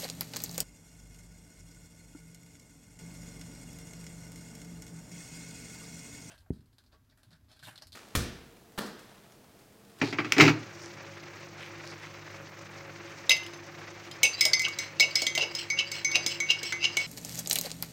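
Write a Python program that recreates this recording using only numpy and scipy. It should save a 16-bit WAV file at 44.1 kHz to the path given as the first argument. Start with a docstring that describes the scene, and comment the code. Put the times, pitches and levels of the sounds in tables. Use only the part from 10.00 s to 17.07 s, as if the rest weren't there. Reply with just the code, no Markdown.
"""Kitchen counter, heard close: something wooden, likely a cupboard or drawer, knocks and bangs shut.
A steel teaspoon is let go in a ceramic mug, then stirs a drink: each turn clinks and scrapes.
An appliance hums under soft room hiss; a sleeve rustles faintly.
Blows are coloured noise bursts plus decaying modes; friction is random clicks through resonances.
Hum is wavering sines; hiss is noise fluttering in time-frequency patches."""
import sys
import numpy as np
from scipy import signal
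from scipy.fft import rfft, irfft
from scipy.io import wavfile
from scipy.ndimage import uniform_filter1d, map_coordinates

SR = 44100
rng = np.random.default_rng(int(sys.argv[2]) if len(sys.argv) > 2 else 0)


def put_to_file(sound):
    """Save the sound as 16-bit audio at rate SR, in the file named by the first command-line argument."""
    columns = np.atleast_2d(sound).T  # one column per channel
    safe = np.clip(columns, -1, 1)
    whole_steps = np.round(safe * 32767)
    wavfile.write(sys.argv[1], SR, whole_steps.astype(np.int16))


N = 311610
RING_T_S = np.arange(SR * 3 // 4) / SR  # time axis of one ring
REFERENCE_DB = -20  # reference blow and tick
GRIP_S = 4.15  # fingers hold the spoon from here


def amp(db):
    """Decibels to gain."""
    return 10 ** (np.asarray(db) / 20)


def unit(x):
    """Scales to rms 1."""
    return x / np.sqrt(np.mean(x ** 2) + 1e-20)


def read(points, hz):
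    """Joins (Hz, value) points on a log-frequency axis."""
    f, value = np.transpose(points)
    return np.interp(np.log(hz + 1), np.log(f), value)


def add(mix, s, sound):
    """Mixes a sound in at time s."""
    part = mix[max(round(s * SR), 0):][:len(sound)]
    part += sound[:len(part)]


def colour(x, points, tilt_db_per_oct=0):
    """Gives x a spectrum, tilted about 2 kHz (tilt flat below 200 Hz); rms 1."""
    hz = np.fft.rfftfreq(len(x), 1 / SR)
    octaves = np.log2(np.maximum(hz, 200) / 2000)
    gain = amp(read(points, hz) + tilt_db_per_oct * octaves)
    return unit(irfft(rfft(x) * gain, len(x)))


def resonate(x, hz, width_hz):
    """Steep-skirted resonance: one peak filter of this width, run twice; rms 1."""
    b, a = signal.iirpeak(min(hz, SR / 2 - 1), hz / width_hz, SR)
    once = signal.lfilter(b, a, x)
    return unit(signal.lfilter(b, a, once))


def highpass(x, hz):
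    """Attenuates what lies below hz."""
    return signal.sosfilt(signal.butter(3, hz, "high", fs=SR, output="sos"), x)


def bend(x, speed):
    """Moves every resonance of x by the factor speed, moment by moment."""
    return map_coordinates(x, [np.cumsum(speed)], mode="wrap")


def dying(t60_s):
    """Envelope of a free decay."""
    return amp(-60 * RING_T_S / t60_s)


def mode(hz, db, t60_s):
    """One struck mode: a decaying sine."""
    return amp(db) * dying(t60_s) * np.sin(2 * np.pi * hz * RING_T_S)


def burst(x, t60_s, rise_s=0.00055):
    """Dense vibration builds up over the contact, then dies away from rms 1."""
    fade = dying(t60_s) * (1 - np.exp(-RING_T_S / rise_s))
    return x * fade / np.sqrt(np.sum((x * fade) ** 2) / np.sum(fade ** 2))


def noise():
    """White noise as long as one ring."""
    return rng.standard_normal(len(RING_T_S))


def slips(per_s, spread_db):
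    """Stick and slip: tiny clicks at random times, of uneven size and either sign."""
    hits = rng.random(N) < per_s / SR
    return hits * amp(spread_db * rng.standard_normal(N)) * rng.choice([-1, 1], N)


# appliance hum lines: f/Hz, level/dB, wavering share
HUM_LINES = [(101.3, -58.5, 0.12), (150.7, -58, .35), (194, -64.5, 0.97), (343.3, -55.5, 0.55),
             (552, -59.5, 1.7)]
# room hiss spectrum: f/Hz, relative density/dB per Hz
HISS_SPECTRUM = [(20, -37), (45, -15), (72, -17), (95, -5.5), (160, -4.5), (215, -16), (335, 0),
                 (400, -6.5), (700, -8), (2300, -7.5), (3200, -17.5), (6200, -17), (10000, -42.5),
                 (16000, -33)]


def background(flutter_db=2.5, hum_width_hz=14, hiss_db=-47.5):
    """Hum lines wander as narrow noise joins each sine; hiss flutters in smoothed STFT patches."""
    t = np.arange(N) / SR
    hum = np.zeros(N)
    for hz, db, waver in HUM_LINES:
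        wander = waver * resonate(rng.standard_normal(N), hz, hum_width_hz)
        hum += amp(db) * unit(np.sin(2 * np.pi * hz * t) + wander)
    z = signal.stft(rng.standard_normal(N), nperseg=256)[2]
    patch = np.outer(np.hanning(50), np.hanning(9))
    patches = unit(signal.fftconvolve(rng.standard_normal(z.shape), patch, "same"))
    hiss = signal.istft(z * amp(flutter_db * patches), nperseg=256)[1][:N]
    return hum + amp(hiss_db) * colour(hiss, HISS_SPECTRUM)


RATTLE_FROM_S, RATTLE_GAP_S, RATTLE_JITTER_S = 0.422, 0.014, 0.002
RATTLE_CLACK_DB, RATTLE_BODY_DB, RATTLE_FADE_DB_PER_S = -20, -16, 81


def rattle(count=6, bright_db_per_oct=1.5):
    """Quick, weakening knocks as the door shudders in its frame after the slam."""
    after = np.arange(count) * RATTLE_GAP_S + RATTLE_JITTER_S * rng.standard_normal(count)
    knocks = []
    for t in after:
        fade_db = RATTLE_FADE_DB_PER_S * t
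        knocks.append((RATTLE_FROM_S + t, RATTLE_CLACK_DB - fade_db, RATTLE_BODY_DB - fade_db,
                       bright_db_per_oct))
    return knocks


# wooden knocks: t/s, clack level/dB, body level/dB, clack brightness/dB per octave
WOOD_KNOCKS = [(.015, -22, -17, -2), (.07, -39, -31, -2), (0.126, -30.5, -28, -2.5),
               (0.1857, -22, -22.5, -7), (0.2009, -36.5, -47, -1), (.246, -31.5, -30.5, -3),
               (0.322, -25, -33.5, 4), (0.366, -27.5, -21.5, -3), (0.3812, -18, -13.5, 2.5),
               (.3989, -9.5, -14, -3), (0.4073, -11.5, -12.5, 1.5), (.413, -15, -13.5, 1.5),
               (0.479, -18, -18, -4.5)]
# slam shakes the whole cabinet: t/s, level/dB
CABINET_SLAMS = [(0.403, -18.5), (0.479, -35)]
# catch snaps: t/s, level/dB
CATCH_SNAPS = [(0.3216, -3)]
# spectra of contact, boards, slam and catch: f/Hz, relative density/dB per Hz
CLACK_SPECTRUM = [(200, -35), (600, -27), (1200, -1), (1750, 0.5), (2400, 6.5), (3300, -8), (5000, -8),
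                  (7000, -16.5), (9500, -40), (15000, -34)]
BOARD_SPECTRUM = [(40, -55), (80, -33), (120, -21), (200, -14), (270, 8.5), (330, 2.5), (410, -2),
                  (520, -12), (900, -10.5), (3000, -55)]
THUD_SPECTRUM = [(25, -25), (45, -25), (65, -2), (85, -10), (112, 7), (160, 11), (220, -22), (800, -57)]
SNAP_SPECTRUM = [(200, -18), (700, -11), (1200, -7), (2000, -2), (2550, 7), (3300, -4), (4300, -8),
                 (5300, -4), (7200, -8), (9500, -24), (15000, -22)]
# hollow of the cabinet, modes: f/Hz, level/dB before hollow_db, t60/s
CABINET_MODES = [(115.7, -12, 0.4), (160.6, -4, 0.19), (273, -29, 0.11), (411, -10.5, 0.2)]


def cupboard(clack_t60_s=0.095, board_t60_s=0.12, snap_t60_s=0.0076, hollow_db=-3, thud_t60_s=0.25,
             boards_lowest_hz=105):
    """Wooden blows: contact clack, thud of the boards, boom of the hollow behind them."""
    out = np.zeros(N)
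    hollow = amp(hollow_db) * sum(mode(*row) for row in CABINET_MODES)
    body_swell = 1 - dying(0.034)
    for s, clack_db, body_db, bright in WOOD_KNOCKS + rattle():
        clack = burst(colour(noise(), CLACK_SPECTRUM, bright), clack_t60_s, rise_s=0.00013)
        body = burst(colour(noise(), BOARD_SPECTRUM), board_t60_s) + hollow
        add(out, s, amp(clack_db) * clack + amp(body_db) * body * body_swell)
    out = highpass(out, boards_lowest_hz)  # only the slam moves the whole cabinet
    for s, db in CABINET_SLAMS:
        add(out, s, amp(db) * burst(colour(noise(), THUD_SPECTRUM), thud_t60_s, rise_s=0.01))
    for s, db in CATCH_SNAPS:
        add(out, s, amp(db) * burst(colour(noise(), SNAP_SPECTRUM), snap_t60_s))
    return out


# sleeve rustles: t/s, level/dB, f/Hz
SLEEVE_RUSTLES = [(.07, -43.5, 4270), (.293, -50, 2300), (.835, -52.5, 5600), (1.15, -53, 1490),
                  (1.63, -47.5, 2180), (1.89, -51, 4740), (2.04, -50, 2210), (3.1, -49.5, 1680),
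                  (4.063, -52.5, 2190)]


def sleeve(width_hz=2200, half_s=0.053):
    """Cloth brushes softly as the arm moves: random clicks through broad resonances."""
    t, drive = np.arange(N) / SR, slips(per_s=3200, spread_db=6.0)
    out = np.zeros(N)
    for s, db, hz in SLEEVE_RUSTLES:
        stroke = np.exp(-((t - s) / half_s) ** 2)
        out += amp(db) * stroke * resonate(drive, hz, width_hz)
    return out


MIDDLE_DB, MIDDLE_DB_PER_DB = -20, 0.92  # at the reference blow; slope with blow
MIDDLE_APART_DB_PER_OCT, MIDDLE_HZ = 20.5, 4970  # loss as spoon pitch leaves MIDDLE_HZ
TOP_DB, TOP_DB_PER_DB = -31, 2.1  # at the reference tick; slope with tick


def family_levels(blow_db, tick_db, hz, main_db, twin_db, high_db):
    """Mug mode-family levels/dB: contact point sets three, blow (with pitch) and tick the others."""
    apart_octaves = abs(np.log2(hz / MIDDLE_HZ))
    middle_db = MIDDLE_DB + MIDDLE_DB_PER_DB * (blow_db - REFERENCE_DB)
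    middle_db -= MIDDLE_APART_DB_PER_OCT * apart_octaves
    top_db = TOP_DB + TOP_DB_PER_DB * (tick_db - REFERENCE_DB)
    return main_db + twin_db, main_db, middle_db, main_db + high_db, top_db


# spoon hits the wall: t/s, blow level/dB and tick level/dB before common gains, spoon f/Hz,
# mug main ring level/dB, lower twin re main/dB, high ring re main/dB
WALL_HITS = [(3.2943, -15, -23.5, 3780, -30.5, 6.5, 9.5), (3.307, -16, -44, 2710, -31, 13.5, -15),
             (3.3155, -17, -33, 2660, -34, -9, 13), (3.3663, -31, -46, 2660, -42.5, 14.5, 8.5),
             (3.433, -38.5, -58, 2980, -66, -14, 0), (3.464, -38.5, -48, 2930, -60, 0, 0),
             (3.5345, -40.5, -60, 2690, -69.5, 0, 21), (4.113, -34.5, -47, 3140, -66, -2, 0),
             (4.2314, -18.5, -16.5, 2980, -16, -25, 0), (4.4093, -16.5, -19.5, 5110, -22, -3.5, -7),
             (4.4522, -17.5, -19, 5040, -23.5, -3.5, -29), (4.533, -14.5, -26, 4580, -27, 7, 7.5),
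             (4.5944, -30.5, -27.5, 4680, -28.5, 4.5, -11), (4.618, -39, -30.5, 5340, -27.5, -24, -14),
             (4.6832, -39, -34, 2940, -40, -19, -24), (4.787, -29.5, -27, 3900, -32.5, -1.5, 1),
             (4.998, -12.5, -25, 4170, -23, -4.5, 1.5), (5.006, -22, -23.5, 4930, -16, -37, -35),
             (5.1553, -17, -23.5, 5340, -27, -4, -3), (5.219, -29, -25, 4570, -32.5, -14, -18),
             (5.2665, -18, -26, 3240, -30.5, 4, 4.5), (5.3512, -26.5, -27, 3150, -31.5, 3.5, 2),
             (5.377, -18.5, -28.5, 2770, -44, -1, -7), (5.55, -31.5, -32.5, 5130, -42, -5, 3),
             (5.701, -33, -35, 4700, -24, -10, -3.5), (5.9162, -34, -30, 4570, -34.5, -9, -3),
             (6.0463, -28.5, -30.5, 4450, -24, -9.5, 3.5), (6.1149, -32, -38, 4600, -30.5, -10, -8),
             (6.1551, -17, -29, 2530, -40.5, -22, 15), (6.2627, -23.5, -22.5, 4920, -32.5, -6, 3.5),
             (6.402, -36, -30.5, 3300, -25, -8, -3.5), (6.506, -39, -29, 2870, -31.5, -20, -30),
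             (6.6303, -46, -30, 4150, -37, -10, -4), (6.7232, -27, -34, 2020, -31.5, 5, -2.5),
             (6.969, -24.5, -23, 2950, -21, -16.5, -11)]
# mug modes, bell modes split into twins by the handle: family, f/Hz, level in family/dB,
# t60/s (clinks scale it)
MUG_MODES = [(0, 2067, 0, .24), (1, 2229, 1, .27), (1, 2256, -12, .16), (2, 5070, -6, .13),
             (3, 6258, -9, .18), (1, 4005, -21, .2), (2, 5126, 0, .15), (3, 6154, 1.5, .15),
             (4, 8560, -3, .16), (4, 8650, -10, .09), (4, 9790, -21, .15), (4, 10390, -15, .14),
             (4, 11220, -17, .18), (4, 11620, -20, .12)]
# spoon modes while no fingers hold it: f/Hz, level/dB before free_db, t60/s
FREE_SPOON_MODES = [(2700, -22, .11), (3220, -33, 0.11), (3770, -16, .08), (5050, -12, 0.15),
                    (10540, -22, 0.071), (11300, -29, 0.12)]
# tick spectrum: f/Hz, relative density/dB per Hz
TICK_SPECTRUM = [(300, 7.5), (1500, -4), (4000, 9), (7200, 13.5), (9000, -4.5), (12000, -17.5), (15000, 4),
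                 (17000, -55)]
# ticks dull as the spoon settles into the drink: t/s, tilt/dB per octave
TICK_DULLING = [(3.3, 7), (4.3, 2.5), (5.3, 0), (7.0, -0.5)]


def clinks(tick_t60_s=0.022, spoon_t60_s=0.019, spoon_width_hz=900, spoon_db=1, tick_gain_db=4,
           clatter_db=-7, clatter_t60_s=0.057, chatter_s=0.0018, free_db=-1, fizz_db=-13,
           fizz_t60_s=0.051, ping_db=0, ping_t60_s=0.039, drink_shortening=0.81, loss_per_db=0.016):
    """Hard tick, spoon ring choked by hand and liquid, mug bell modes picked by the contact point."""
    out = np.zeros(N)
    swell = 1 - np.exp(-RING_T_S / chatter_s)  # spoon chatters on the wall, so the ring builds up
    free = amp(free_db) * sum(mode(*row) for row in FREE_SPOON_MODES)
    for s, blow_db, tick_db, hz, *ring in WALL_HITS:
        families = family_levels(blow_db, tick_db, hz, *ring)
        # harder blows ring shorter
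        length = drink_shortening * np.exp(-loss_per_db * (blow_db - REFERENCE_DB))
        tilt = np.interp(s, *np.transpose(TICK_DULLING))
        contact = burst(colour(noise(), TICK_SPECTRUM, tilt), tick_t60_s)
        contact += amp(fizz_db) * burst(colour(noise(), TICK_SPECTRUM, tilt), fizz_t60_s)
        steel = amp(spoon_db) * burst(resonate(noise(), hz, spoon_width_hz), spoon_t60_s, rise_s=0.0013)
        steel += amp(clatter_db) * burst(resonate(noise(), 3900, 2400), clatter_t60_s)
        steel += mode(hz, ping_db, ping_t60_s)  # clear ring at the spoon's pitch
        spoon = steel + free * (s < GRIP_S)
        bell = sum(mode(f, families[round(k)] + db, t60 * length) for k, f, db, t60 in MUG_MODES)
        add(out, s, amp(tick_db + tick_gain_db) * contact + amp(blow_db) * spoon + swell * bell)
    return out


# mug foot bumps the counter: t/s, level/dB before bump_db
FOOT_BUMPS = [(3.294, -32), (4.232, -31.5), (4.455, -32), (5.0, -34), (5.026, -34.5), (5.221, -34.5),
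              (5.376, -29), (5.425, -32), (6.156, -33), (6.971, -44)]
# foot spectrum: f/Hz, relative density/dB per Hz
FOOT_SPECTRUM = [(60, -24), (200, -25), (350, -13.5), (550, 3.5), (800, -4.5), (1500, -17), (3000, -14),
                 (8000, -46)]
# bubbles in the drink: t/s, level/dB, starting f/Hz
DRINK_BUBBLES = [(4.514, -37, 1550), (4.666, -36, 1480), (4.68, -34, 1130), (5.806, -38.5, 1130),
                 (6.616, -38, 1640), (6.724, -32, 1420)]


def drink(bubble_t60_s=0.046, phase_climb_per_s=4, bump_t60_s=0.23, bump_db=-5):
    """Mug rocks on its foot in noise bursts; bubbles chirp upward as they close."""
    out = np.zeros(N)
    for s, db in FOOT_BUMPS:
        add(out, s, amp(bump_db + db) * burst(colour(noise(), FOOT_SPECTRUM), bump_t60_s))
    for s, db, hz in DRINK_BUBBLES:
        add(out, s, mode(hz * (1 + phase_climb_per_s * RING_T_S), db, bubble_t60_s))
    return out


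# drive of each mug family by rubbing on the bottom: level/dB
RUBBED_FAMILIES = [-20, 0.5, -5.5, -8.5, -31]


def rubbed_mug(drive):
    """Mug modes ring under a friction drive; rms 1."""
    bell = sum(mode(f, db + RUBBED_FAMILIES[round(k)], t60) for k, f, db, t60 in MUG_MODES)
    return unit(signal.fftconvolve(drive, bell)[:len(drive)])


# spoon tip drags over the bottom, as it settles, then once a turn: t of hardest pressure/s,
# level/dB, rise/s, spoon f/Hz, level offset of the glides that follow/dB
BOTTOM_SCRAPES = [(3.318, -20, 0.0045, 2730, -40), (4.257, -19, 0.0091, 2690, 3.5),
                  (4.651, -22, 0.0048, 2766, -3), (5.032, -22, 0.013, 2740, 0),
                  (5.427, -22, 0.017, 2820, -0.5), (5.794, -18.5, 0.0064, 2840, 0.5),
                  (6.156, -18.5, 0.0072, 2755, 1), (6.508, -16, 0.0086, 2806, 1.5),
                  (6.851, -19, 0.016, 2837, 1)]
# pressed spoon modes: multiple of its f, width/Hz per filter pass, level/dB
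PRESSED_SPOON_MODES = [(0.998, 250, -0.5), (1.391, 350, -13.5), (1.78, 400, -11), (2.15, 700, -14.5),
                       (2.7, 900, -36.5)]


def scrapes(mug_db=-10, grit_db=-22, stiffening=0.082, fall_s=0.01):
    """Pressure swells and lets go; slips drive the mug and the spoon, whose modes rise when pressed."""
    out, t = np.zeros(N), RING_T_S - RING_T_S[-1] / 2
    for s, db, rise_s, hz, _ in BOTTOM_SCRAPES:
        pressure = np.exp(np.minimum(t / rise_s, -t / fall_s))
        drive = slips(per_s=2100, spread_db=4.5)[:len(t)]
        speed = 1 + stiffening * (pressure - 0.5)
        steel = 0
        for ratio, width_hz, level_db in PRESSED_SPOON_MODES:
            pressed = pressure * bend(resonate(drive, hz * ratio, width_hz), speed)
            steel = steel + amp(level_db) * unit(pressed)
        grit = amp(grit_db) * unit(pressure * colour(drive, TICK_SPECTRUM))
        ring = amp(mug_db) * rubbed_mug(drive * pressure)
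        strength = amp(db) * np.sqrt(np.mean(pressure ** 2))
        add(out, s + t[0], strength * (steel + grit + ring))
    return out


# two glides along the wet wall per turn, first dull, then bright: t after scrape/s,
# level/dB before offsets, half length/s, level of upper modes/dB
WALL_GLIDES = [(0.084, -36.5, 0.016, -14), (0.17, -40, .042, -0.5)]


def turn_glides(vary_db=1, vary_pitch=0.015):
    """The same two glides follow each scrape, randomly varied in level and pitch."""
    events = []
    for s, *_, turn_db in BOTTOM_SCRAPES:
        for after, db, half_s, bright_db in WALL_GLIDES:
            level_db = db + turn_db + vary_db * rng.standard_normal()
            pitch = 1 + vary_pitch * rng.standard_normal()
            events.append((s + after, level_db, half_s, bright_db, pitch))
    return events


# gliding spoon modes, first always sounding: f/Hz before bending, width/Hz per filter pass, level/dB
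GLIDING_SPOON_MODES = [(4810, 310, -3.5), (2860, 700, 2), (4140, 35, -1), (5330, 170, -1), (7600, 580, -8),
                       (14900, 1500, -18)]


def glides(level_db=-4, mug_db=-17, judder_db=2, arc=0.046, wander=0.0147):
    """Light juddering friction: spoon modes arch in pitch over the stroke, the mug sings faintly."""
    out, t = np.zeros(N), RING_T_S - RING_T_S[-1] / 2
    for s, db, half_s, bright_db, pitch in turn_glides():
        drive = slips(per_s=900, spread_db=2)[:len(t)]
        stroke = np.exp(-(t / half_s) ** 2)
        modes = [amp(level) * resonate(drive, hz, width) for hz, width, level in GLIDING_SPOON_MODES]
        main, *upper = modes
        drift = unit(uniform_filter1d(uniform_filter1d(noise(), size=600), size=600))
        speed = pitch + arc * (stroke - 0.8) + wander * drift
        steel = bend(main + amp(bright_db) * sum(upper), speed)
        force = stroke * amp(judder_db * unit(uniform_filter1d(noise(), size=400)))
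        ring = amp(mug_db) * np.sqrt(np.mean(force ** 2)) * rubbed_mug(force * drive)
        add(out, s + t[0], amp(db + level_db) * (force * steel + ring))
    return out


def swirl(after_s=0.18, half_s=0.12, level_db=-49.5, hz=2040, width_hz=1200):
    """Drink swirls behind the held spoon: a crackle of tiny bubbles swells after each scrape."""
    t = np.arange(N) / SR
    turns_s = [s for s, *_ in BOTTOM_SCRAPES if s > GRIP_S]
    swell = sum(np.exp(-((t - s - after_s) / half_s) ** 2) for s in turns_s)
    return amp(level_db) * swell * resonate(slips(per_s=1500, spread_db=3), hz, width_hz)


# kitchen reverberation: f/Hz, t60/s
ROOM_DECAY = [(120, 0.43), (500, 0.36), (2500, 0.29), (6000, 0.29), (15000, 0.19)]


def kitchen(x):
    """Dense reflections from counter and walls: noise tail, each band dying at its own speed."""
    hz, t, z = signal.stft(noise(), SR, nperseg=256)
    decay = amp(-60 * t / read(ROOM_DECAY, hz)[:, None])
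    tail = signal.istft(z * decay, SR, nperseg=256)[1][:len(RING_T_S)]
    tail = tail * (1 - dying(0.0033))
    return signal.fftconvolve(x, tail / np.linalg.norm(tail))[:N]


def scene(mug_room_db=-10, wood_room_db=-12, mug_lowest_hz=170):
    """Near mug, too small to radiate bass, and cupboard share one small room."""
    wood = cupboard()
    mug = highpass(clinks() + drink() + scrapes() + glides() + swirl(), mug_lowest_hz)
    room = kitchen(amp(mug_room_db) * mug + amp(wood_room_db) * wood)
    return (background() + wood + sleeve() + mug + room)[None]


def record(dry, low_cut_hz=40, edge_hz=16100):
    """Loudest peaks round off; the small microphone drops deep bass; then the band limit."""
    rounded = dry / (1 + dry ** 4) ** (1 / 4)
    band = signal.firwin(255, edge_hz, window=("kaiser", 9), fs=SR)[None]
    return signal.oaconvolve(highpass(rounded, low_cut_hz), band, "same")


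dry = scene()
out = record(dry)
put_to_file(out)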